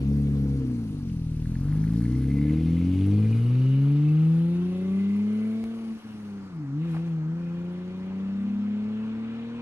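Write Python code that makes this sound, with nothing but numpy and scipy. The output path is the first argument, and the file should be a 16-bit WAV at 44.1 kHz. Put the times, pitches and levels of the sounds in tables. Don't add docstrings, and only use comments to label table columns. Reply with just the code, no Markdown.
import sys
import numpy as np
from scipy import signal
from scipy.fft import rfft, irfft, next_fast_len
from scipy.io import wavfile
from scipy.ndimage import uniform_filter1d

SR = 44100
rng = np.random.default_rng(int(sys.argv[2]) if len(sys.argv) > 2 else 0)


def unload_audio(sound):
    columns = np.transpose(np.atleast_2d(sound))
    steps = np.round(np.clip(columns, -1, 1) * 32767)
    wavfile.write(sys.argv[1], SR, steps.astype(np.int16))


def ratio_of_db(decibels):
    return 10 ** (np.asarray(decibels, float) / 20)


N = 423801

MAIN_ORDERS = [.5, 1, 2, 3, 4, 5, 1.5, 2.5]
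# t/s, lag of the left port/ms
LAG = [(0, -0.17), (.8, -0.13), (1.7, -0.064), (2.7, -0.02), (3.7, 0.041), (5, 0.12), (7, 0.12),
       (9.61, 0.13)]
# f/Hz, width/Hz, level/dB
SHELL_MODES = [(1690, 210, 3.5), (2050, 77, 8), (2127, 59, 3), (2226, 150, 1), (2420, 190, -1),
               (2632, 130, 1.5), (2880, 250, -3), (3771, 220, 6)]
# t/s, level over the rasp/dB, f around which its modes answer best/Hz
RINGING = [(0, 3, 2690), (1.3, -16, 1690), (2, 8, 1742), (2.2, 6, 2050), (2.5, 13, 2050), (2.6, 2, 2279),
           (2.9, 1, 2304), (3.25, 8.5, 2380), (3.55, 8, 2640), (3.9, 5.5, 2753), (4.15, 5, 2740),
           (4.45, -6, 2660), (5, 6, 2156), (5.5, 5.5, 2291), (6, -1, 2305), (9.61, 2, 2400)]


def evened(x):
    return x / np.sqrt(np.mean(x ** 2) + 1e-20)


def read(points, hz):
    f, value = np.transpose(points)
    return np.interp(np.log(hz + 1), np.log(f + 1), value)


def columns(rows, t):
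    s, *values = np.transpose(rows)
    return [np.interp(t, s, v) for v in values]


def bump(t, centre_s, half_s):
    return np.exp(-((t - centre_s) / half_s) ** 2)


def wander(t, top_hz):
    hz = np.geomspace(.3, top_hz, num=12)[:, None]
    coarse = t[::64]
    waves = np.sin(2 * np.pi * (hz * coarse + rng.random(hz.shape))) / np.sqrt(hz)
    return np.interp(t, coarse, evened(waves.sum(0)))


def noise(spectrum, patchy_db, flicker_db, size=512):
    # f/Hz, likeness of the ports (0 to 1)
    likeness = [(30, 0.72), (100, 0.76), (300, 0.66), (700, 0.83), (1500, 0.77), (3000, 0.59), (7000, 0.35),
                (12000, 0.17)]
    hop = size // 4
    frames = N // hop + 5
    hz = np.fft.rfftfreq(size, 1 / SR)[:, None]
    a, b, c, d, patches = rng.standard_normal((frames, len(hz), 5)).T
    patches = uniform_filter1d(patches, size=6, axis=0)
    patches = evened(uniform_filter1d(patches, size=10240 // size, axis=1))
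    flicker = evened(uniform_filter1d(rng.standard_normal(frames), size=4))
    same = np.clip(read(likeness, hz), 0, 1)
    lag_ms, = columns(LAG, np.arange(frames) * hop / SR)
    early = np.exp(2j * np.pi * hz * lag_ms / 1000)
    left = a + 1j * b
    right = same * left * early + np.sqrt(1 - same ** 2) * (c + 1j * d)
    level_db = read(spectrum, hz) + patchy_db * patches + flicker_db * flicker
    z = np.array([left, right]) * ratio_of_db(level_db)
    return evened(signal.istft(z, nperseg=size, noverlap=size - hop)[1][:, :N])


def engine_speed(t):
    # t/s, firing rate/Hz
    speed = [(0, 66.1), (.13, 71.5), (.3, 70.3), (.55, 68.6), (.8, 57.17), (1.0, 47.67), (1.15, 41.27),
             (1.39, 38.38), (1.6, 44.84), (1.73, 50.77), (1.85, 52.94), (2.06, 59.2), (2.4, 71.58),
             (2.8, 86.9), (3.02, 96.66), (3.3, 111.2), (3.63, 130.2), (4.19, 156.9), (4.78, 184.4),
             (5.34, 213.5), (5.73, 228), (5.95, 222.5), (6.06, 220.2), (6.35, 200), (6.47, 192.4),
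             (6.58, 157.5), (6.66, 136), (6.72, 137.7), (6.86, 171.2), (6.94, 160.1), (7.05, 170.1),
             (7.23, 155.7), (7.4, 173.3), (7.5, 170.6), (7.98, 186.2), (8.6, 204.1), (9.61, 236.6)]
    hz, = columns(speed, t)
    return uniform_filter1d(hz, size=1500)


def firings(t, smooth_hz):
    hz = smooth_hz * (1 + 0.0025 * wander(t, 20))
    lag_ms, = columns(LAG, t)
    turns = np.cumsum(hz) / SR + np.array([[-.5], [.5]]) * hz * lag_ms / 1000
    return hz, turns


def close_db(t, hz):
    # f/Hz, level/dB
    close = [(40, -2.5), (60, -8), (100, 0), (150, 4.5), (186, -5), (197, -12), (207, 4), (240, 2),
             (290, 4.5), (325, 0), (350, -9), (400, -5.5), (450, 1), (520, -3), (660, -1), (780, -20),
             (950, -37.5)]
    until_s, gone_s = 1.7, 3.88
    return np.interp(t, [until_s, gone_s], [1, 0]) * read(close, hz)


def main_order_levels(t, hz):
    # t/s, level of the boom/dB, fall of the upper orders/(dB per octave)
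    boom = [(0.0, -20, -10.5), (0.12, -19, -10), (0.3, -21.5, -9), (0.55, -20, -10.5), (0.7, -27.5, -5.5),
            (0.9, -28, -8), (1.15, -23.5, -7.5), (1.45, -17.5, -10.5), (1.8, -19.5, -9), (2.1, -20, -7),
            (2.4, -24.5, -5), (2.8, -23, -6.5), (3.15, -17.5, -10), (3.4, -20, -16), (3.65, -19.5, -13.5),
            (4.0, -24.5, -9), (4.35, -26.5, -6.5), (5.2, -26, -7.5), (5.6, -31, -2), (5.8, -36.5, -2.5),
            (5.92, -33.5, -8.5), (5.96, -40.5, -11), (6.1, -43, -5.5), (6.35, -37.5, -2.5),
            (6.5, -42.51, -14), (6.6, -38, -6.5), (6.75, -32.5, -7.5), (6.95, -33.5, -7), (7.5, -33.5, -8),
            (8.1, -33.5, -5), (8.6, -30.5, -10), (9.1, -32.5, -5), (9.61, -36.5, -5)]
    # f/Hz, level/dB
    tailpipe = [(30, -24), (45, -13.5), (70, -4.5), (100, -4.5), (140, -0.5), (175, 6.5), (190, 1.2),
                (198, -3), (208, 2), (230, 2.1), (280, 0.26), (320, 3), (350, -4.5), (400, -5.5),
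                (440, -14), (490, -10), (560, -6.5), (650, -25), (820, -25.5), (930, -28.5), (1200, -26)]
    own_levels = [-0.0043, -0.83, 0.25, -0.86, -2.2]
    # t/s, level/dB
    half = [(0, -59), (1.0, -55), (1.35, -68), (1.8, -58), (3.7, -62), (4.5, -50.5), (5.2, -42),
            (5.6, -48.5), (5.9, -57.5), (6.2, -50), (6.5, -52), (6.68, -75), (6.9, -50.5), (7.25, -59.5),
            (7.45, -54.5), (8.4, -49), (9.61, -47.5)]
    # t/s, order 2/dB, order 3/dB, order 4/dB, order 5/dB
    swells = [(.5, 0, 0, 0, 0), (.72, 1, -6, 5, -1.5), (.95, -0.5, 0, 3, 4), (1.2, 1, 0.5, 2.5, -1),
              (1.8, 0, 1, -2, -1.5), (2.3, 1.5, -1, 2.5, -4), (2.6, -1, -2.5, 2.5, -11),
              (2.88, 3, 2.5, -4, -13), (3.15, 0, -1.5, 4, -2), (3.4, 2, -4.5, 9, -3), (3.65, 0, 5, -3, 4),
              (3.9, 1.5, 4, 3.5, 7), (4.2, -1, -6, 1, 9.5), (4.5, 1, -7, 0, 10.5),
              (4.63, 2.5, -19.5, 6.5, 3), (4.75, -1.5, 3, 9.5, -6), (4.95, -1, 3, -3, 0),
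              (5.08, -2, -4.5, 2.5, 0), (5.3, 2, 2, -2, -7.5), (5.6, -0.5, 3.5, -6, -3),
              (5.9, -2, 1, 5, 10.5), (6.2, 0.5, -6, -1, 6), (6.6, 3, -13, -6, -7), (6.9, 3.5, -1, -4, 7),
              (7.2, -0.5, -4.5, 6, 11), (7.6, 1.5, -0.5, -1, -5), (8.1, -4, 2, -6, 4.5),
              (8.4, -4.5, 2.5, 5, 3), (8.62, -2.5, 1, -7, 0), (8.85, 4.5, 5, 2.5, -4),
              (9.15, -2.5, -1.5, -4, 4), (9.61, 2, -9, 10, 1)]
    # t/s, level of order 1.5/dB, level of order 2.5/dB
    banks = [(0, -50, -52), (.3, -51, -57), (.75, -55, -49), (1.2, -48, -46), (1.75, -48, -43),
             (2, -51, -45), (2.3, -47, -44), (2.6, -46, -46), (2.9, -41, -41), (3.2, -40, -44),
             (3.55, -47, -52), (3.85, -43, -65), (4.15, -54, -68), (4.6, -48, -63), (4.9, -46, -61),
             (5.1, -49, -67), (5.35, -54, -59), (5.8, -52, -67), (6.1, -61, -74), (6.4, -54, -64),
             (6.65, -58, -68), (6.9, -52, -68), (7.15, -56, -75), (7.4, -51, -65), (7.65, -57, -62),
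             (8.1, -51, -60), (8.4, -50, -58), (8.6, -57, -61), (8.9, -60, -59), (9.2, -57, -65),
             (9.61, -58, -66)]
    sink_share, sink_from_s, sink_s = 0.074, 1.03, 2.43
    sink = 1 + sink_share * np.clip((t - sink_from_s) / sink_s, 0, 1)
    boom_db, fall_db = columns(boom, t)
    whole = []
    for k, own_db in zip(MAIN_ORDERS[1:], own_levels):
        colour_db = read(tailpipe, k * hz * sink) + close_db(t, k * hz)
        whole.append(boom_db + own_db + fall_db * np.log2(k) + colour_db)
    upper = [db + swell_db for db, swell_db in zip(whole[1:], columns(swells, t))]
    return columns(half, t) + whole[:1] + upper + columns(banks, t)


def lope(turns):
    lope_db, place_in_cycle = 3.5, .28
    return lope_db * np.cos(2 * np.pi * (turns[0] / 6 - place_in_cycle))


def firing_order(t, hz, turns, k, db, start=0):
    # t/s, lead of every order/cycles, share of the pipe's ringing, extra lead around turn_hz/cycles
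    lean_curve = [(0, -.1, .3, .25), (.6, -.05, .3, .25), (1.1, .22, .2, .3), (1.5, .2, .2, .2),
                  (1.7, .15, .2, 0), (2.9, .15, .3, 0), (3.5, 0, 1, 0)]
    turn_hz, turn_width_hz = 215, 25
    lope_from_hz = 330
    lean, ringing, turn = columns(lean_curve, t)
    u = k * hz / 270
    late = 1.755 * ringing * np.arctan2(u / 4.6, 1 - u ** 2)
    lead = start + lean + turn * np.exp(-((k * hz - turn_hz) / turn_width_hz) ** 2)
    db = db + lope(turns) * np.clip((k * hz - lope_from_hz) / 40, 0, 1)
    return -np.sqrt(2) * ratio_of_db(db) * np.cos(2 * np.pi * (k * turns + lead) - late)


def weak_orders(t, hz, turns):
    # t/s, level/dB
    gas = [(0, -35), (.6, -36), (1.2, -46.5), (1.8, -40.5), (2.5, -32), (3.2, -37.5), (3.45, -41.5),
           (3.7, -46), (4.3, -48.5), (5, -49), (5.6, -52.5), (6, -54), (6.5, -50), (6.9, -53), (7.6, -52.5),
           (8.4, -53), (9.61, -47)]
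    # f/Hz, level/dB
    pipe = [(20, -37), (60, -14), (150, -4.5), (300, -4.5), (340, -19), (400, -20), (460, -15.5),
            (540, -29), (620, -40), (720, -24), (850, -24), (940, -29), (1150, -21), (1400, -25),
            (1800, -50)]
    # t/s, level/dB
    sixth = [(6.5, -1), (6.9, 5), (7.15, 2), (7.6, 5), (8.15, 7), (8.6, 21), (9, 4.5), (9.61, 7)]
    gas_db, = columns(gas, t)
    upper_db = 6 + 4 * np.clip((.75 - t) / 0.24, 0, 1)
    bank_db = 5 - 6 * np.clip(2.2 - t, 0, 1) + 5 * bump(t, 3.3, 0.23)
    cylinder_db = -2 - 14 * np.clip(1 - hz / 150, 0, 1) / 1.3
    whole = np.arange(6, 14)
    halves = np.arange(3.5, 8)
    sixths = np.array([n / 6 for n in range(1, 18) if n % 3])
    families = (whole, upper_db, .9), (halves, bank_db, 1.8), (sixths, cylinder_db, 6.0)
    out = 0
    for orders, kind_db, fall_db in families:
        for k in orders:
            level_db = gas_db + kind_db - fall_db * abs(k - 1) + read(pipe, k * hz) + close_db(t, k * hz)
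            if k == 7 / 6:
                level_db = level_db + columns(sixth, t)[0]
            level_db = level_db + np.clip(hz / 35, 1.5, 4) * wander(t, 6)
            start = rng.random() * (k % 1 > 0)
            out = out + firing_order(t, hz, turns, k, level_db, start)
    return out


def turbulence(t, turns):
    # f/Hz, level/(dB per Hz)
    rumble = [(20, -20), (60, -12), (150, -1.5), (300, 6), (350, 2), (410, -4), (455, -3.5), (520, -8),
              (620, -33), (720, -21.5), (900, -33.5), (3000, -78.5)]
    # t/s, level/dB
    levels = [(0, -43), (.6, -44), (1.2, -53), (1.8, -51), (2.5, -47), (3.1, -44), (3.5, -45), (3.7, -51),
              (4.3, -55), (5.6, -55), (6, -56), (6.5, -60), (6.9, -62), (8.4, -60), (9.61, -59)]
    gusts = evened(1 - .5 * np.cos(2 * np.pi * turns - 2.5))
    level_db = columns(levels, t)[0] + lope(turns) / 2
    return ratio_of_db(level_db) * gusts * noise(rumble, 1.6, 1.1, size=2048)


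def exhaust(t, hz, turns, order_db):
    lift_s, lift_half_s, lift_db = 6.012, .026, -16
    dip_s, spell_s, flutter_hz, flutter_db = 6.08, 0.11, 21.5, 3.24
    spell = np.exp(-((t - dip_s) / spell_s) ** 4)
    flutter = -flutter_db * spell * np.cos(2 * np.pi * flutter_hz * (t - dip_s))
    out = weak_orders(t, hz, turns) + turbulence(t, turns)
    for k, db in zip(MAIN_ORDERS, order_db):
        unsteady_db = (.6 + .3 * abs(k - 1)) * wander(t, 30)
        out = out + firing_order(t, hz, turns, k, db + unsteady_db)
    return ratio_of_db(flutter + lift_db * bump(t, lift_s, lift_half_s)) * out


def scrub(t):
    return bump(t, 6.94, 0.052)


def resonate(x, hz, width):
    peak = signal.iirpeak(hz, hz / width, SR)
    return signal.lfilter(*peak, signal.lfilter(*peak, x))


def shell(t, drive):
    ringing_db, centre_hz = columns(RINGING, t)
    out = 0
    for hz, width, db in SHELL_MODES:
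        swell_db = 3 * wander(t, 3.7)
        mode_db = ringing_db + db - 7 * abs(hz - centre_hz) / 500 + swell_db
        out = out + ratio_of_db(mode_db) * resonate(drive, hz, width)
    return out


def rasp(t, turns):
    # f/Hz, level/(dB per Hz)
    spectrum = [(1100, -25.5), (1600, -14.5), (2100, -1), (2800, 1.5), (3500, -2.5), (4200, -9),
                (6000, -43), (12000, -84)]
    # t/s, level/dB
    levels = [(0, -61), (.64, -62), (.8, -65), (1.45, -65), (2.101, -64), (2.5, -57.5), (2.9, -56),
              (3.9, -57), (5.1, -57), (5.6, -59), (6.25, -62.5), (6.72, -74), (6.83, -58), (7.08, -60),
              (7.22, -69), (7.45, -62), (8.2, -61.5), (9.61, -56.5)]
    firing = np.maximum(turns, 0).astype(int)
    chance = np.clip(rng.standard_normal(4000), -2, 2)[firing]
    puffs = 1.0 + ratio_of_db(2.0 * chance[0]) * np.exp(-(turns[0] % 1) / 0.28)
    gas = evened(uniform_filter1d(puffs, size=30)) * noise(spectrum, 1.5, 0.66)
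    knocks = evened(ratio_of_db(4.8 * chance) * (np.diff(firing, prepend=0) > 0))
    metal = shell(t, 0.77 * gas + 1.2 * knocks)
    return ratio_of_db(columns(levels, t)[0] + 2.7 * scrub(t)) * (gas + metal)


def treble(t):
    # f/Hz, level/(dB per Hz)
    hiss_spectrum = [(2800, -25.5), (3800, -5), (4400, -1), (5200, -4.5), (6200, -5.5), (7300, -11),
                     (8500, -21), (11000, -46.5), (15000, -86.5)]
    # f/Hz, level/(dB per Hz)
    sizzle_spectrum = [(6500, -27), (8000, -5.5), (10000, 1), (11800, -5), (13000, -11.5), (14200, -32.5),
                       (16500, -61)]
    # t/s, sizzle level/dB
    levels = [(0, -65), (.64, -66.5), (1.3, -68.5), (2.0, -61.5), (2.4, -65.5), (3.3, -65), (4.7, -70.5),
              (5.6, -68.5), (6.249, -71), (6.73, -83.5), (6.85, -75), (7.08, -73), (7.2, -86),
              (7.45, -78.5), (9.61, -81.5)]
    sizzle_db = columns(levels, t)[0] + 6.8 * scrub(t)
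    hiss_db = -63.5 + 0.5 * (sizzle_db - levels[0][1])
    hiss = ratio_of_db(hiss_db) * noise(hiss_spectrum, 1.7, 1.2)
    return hiss + ratio_of_db(sizzle_db) * noise(sizzle_spectrum, 2.1, 1.4)


def tyre_roar(t):
    # f/Hz, level/(dB per Hz)
    spectrum = [(300, -15), (500, -8.5), (800, -3), (1300, -4), (1700, -7.5), (2200, -13), (4000, -32.5),
                (12000, -80)]
    # t/s, level/dB
    levels = [(0, -58), (.64, -57.5), (1.301, -64), (1.7, -56.5), (2.8, -57.5), (4.8, -56), (6.6, -56),
              (8.3, -54.5), (9.61, -52.5)]
    # t/s, level over the roar/dB
    jolts = [(6.843, 5), (6.945, 11), (6.965, 12), (7.076, 8)]
    jolt_decay_s = .007
    roar_db = columns(levels, t)[0] + 2.9 * scrub(t)
    roar_db = roar_db + sum(db * (t > s) * np.exp(-abs(t - s) / jolt_decay_s) for s, db in jolts)
    return ratio_of_db(roar_db) * noise(spectrum, 1.5, 0.3)


def squeal(t):
    spells = [(6.86, 7.02), (7.38, 7.55)]
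    levels = [-64, -66]
    swell = 0
    for (a, b), db in zip(spells, levels):
        arch = np.clip(4 * (t - a) * (b - t) / (b - a) ** 2, 0, 1)
        swell = swell + ratio_of_db(db) * np.sqrt(arch)
    return swell * evened(resonate(rng.standard_normal(N), 2473, 100))


def chatter(t, turns):
    first_s, last_s, first_db, last_db = 2.52, 3.1, -51, -55
    share_of_firings, spread_db, spread_hz = 0.35, 2, 160
    s = t[1:][np.diff(np.floor(turns[0])) > 0][:300]
    pick, loud, pitch = rng.random((300, 3)).T[:, :len(s)]
    db = np.interp(s, [first_s, last_s], [first_db, last_db]) + spread_db * (2 * loud - 1)
    hz = columns(RINGING, s)[1] + spread_hz * (2 * pitch - 1)
    chosen = (pick < share_of_firings) & (s > first_s) & (s < last_s)
    return list(np.transpose([s, db, hz])[chosen])


def rattles(t, turns):
    # t/s, peak level ahead of the port gains/dB, centre f/Hz
    clear = [(1.0983, -44, 2780), (1.4567, -41.5, 1682), (1.5059, -51, 1680), (1.5545, -40.5, 1690),
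             (1.5982, -46, 1672), (1.6426, -47, 1720), (1.685, -47, 1680), (1.7253, -42, 1894),
             (1.7633, -47, 1690), (1.7832, -48, 1690), (1.84, -36.5, 1712), (1.876, -44, 2000),
             (1.894, -44, 1690), (1.9494, -45, 1720), (2.0192, -44, 1690), (2.054, -38.5, 1790),
             (2.0915, -55, 1690), (2.1508, -42.5, 2048), (2.1798, -45, 1900), (2.2422, -40, 1765),
             (2.301, -44, 2090), (2.316, -41, 1998), (2.3719, -50, 2102), (2.3863, -41, 2018),
             (2.4141, -41, 2050), (2.4403, -40, 2050), (2.4687, -46, 2020), (2.4951, -42, 2072),
             (2.5085, -41, 2050), (2.5724, -47, 2050), (2.6099, -43, 2032), (2.6601, -43, 2196),
             (2.6972, -48, 2120), (2.7191, -47, 2200), (2.7671, -43, 2200), (2.8134, -47, 2350)]
    out = np.zeros(N + SR)
    age = np.arange(SR // 20) / SR
    starts = rng.random((320, len(SHELL_MODES)))
    for (s, db, centre_hz), start in zip(clear + chatter(t, turns), starts):
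        knock = 0.66 * np.exp(-age / 0.001) * np.sin(2 * np.pi * 0.96 * centre_hz * age)
        for (hz, width, _), phase in zip(SHELL_MODES, start):
            ring = np.exp(-np.pi * 1.1 * width * age) * np.sin(2 * np.pi * (hz * age + phase))
            knock += ratio_of_db(-22 * abs(hz - centre_hz) / 400) * ring
        knock *= 1 - np.exp(-age / 0.00019)
        out[round(s * SR):][:len(age)] += ratio_of_db(db) * knock / abs(knock).max()
    return out[:N] * ratio_of_db([[-1.5], [-3.5]])


def clicks():
    # t/s, level/dB
    rows = [(1.9366, -37), (2.049, -38.5), (2.8988, -39), (3.7905, -45), (5.6404, -29), (6.232, -43)]
    out = np.zeros(N + SR)
    age = np.arange(SR // 20) / SR
    step = np.exp(-age / 0.002) * (1 - age / .0026) * (1 - np.exp(-age / .000012))
    for s, db in rows:
        out[round(s * SR):][:len(age)] += ratio_of_db(db) * step
    return out[:N]


def woods():
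    # f/Hz, level/(dB per Hz)
    air = [(12, -23), (40, -1), (100, 0), (300, 5), (1000, -27), (4000, -24.5), (9000, -35), (13000, -73)]
    # f/Hz, level/(dB per Hz)
    insects = [(3900, -35), (4250, -5.5), (4370, 0.5), (4500, -9), (5000, -31), (5800, -21.5), (6100, -4.5),
               (6400, -30), (7500, -68.5)]
    return ratio_of_db(-52.5) * noise(air, 2.4, 0.55) + ratio_of_db(-79) * noise(insects, 2.0, 2.5)


def scene():
    t = np.arange(N) / SR
    smooth_hz = engine_speed(t)
    order_db = main_order_levels(t, smooth_hz)
    hz, turns = firings(t, smooth_hz)
    car = exhaust(t, hz, turns, order_db) + rasp(t, turns) + treble(t) + tyre_roar(t) + squeal(t)
    return car + rattles(t, turns) + clicks() + woods()


def low_pass(x):
    return signal.sosfilt(signal.butter(12, 16510, fs=SR, output="sos"), x)


def record(dry):
    # f/Hz, left over right/dB
    balance = [(30, 2.7), (100, 1.18), (250, 1.17), (550, 1), (1650, 1), (4970, 1.5), (9000, 1.5),
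               (13000, -5)]
    size = next_fast_len(N)
    tilt_db = read(balance, np.fft.rfftfreq(size, 1 / SR)) / 2
    ports = irfft(rfft(dry, size) * ratio_of_db([tilt_db, -tilt_db]), size)[:, :N]
    fade_in = np.minimum(np.arange(N) / (.004 * SR), 1)
    return low_pass(ports * fade_in)


dry = scene()
out = record(dry)
unload_audio(out)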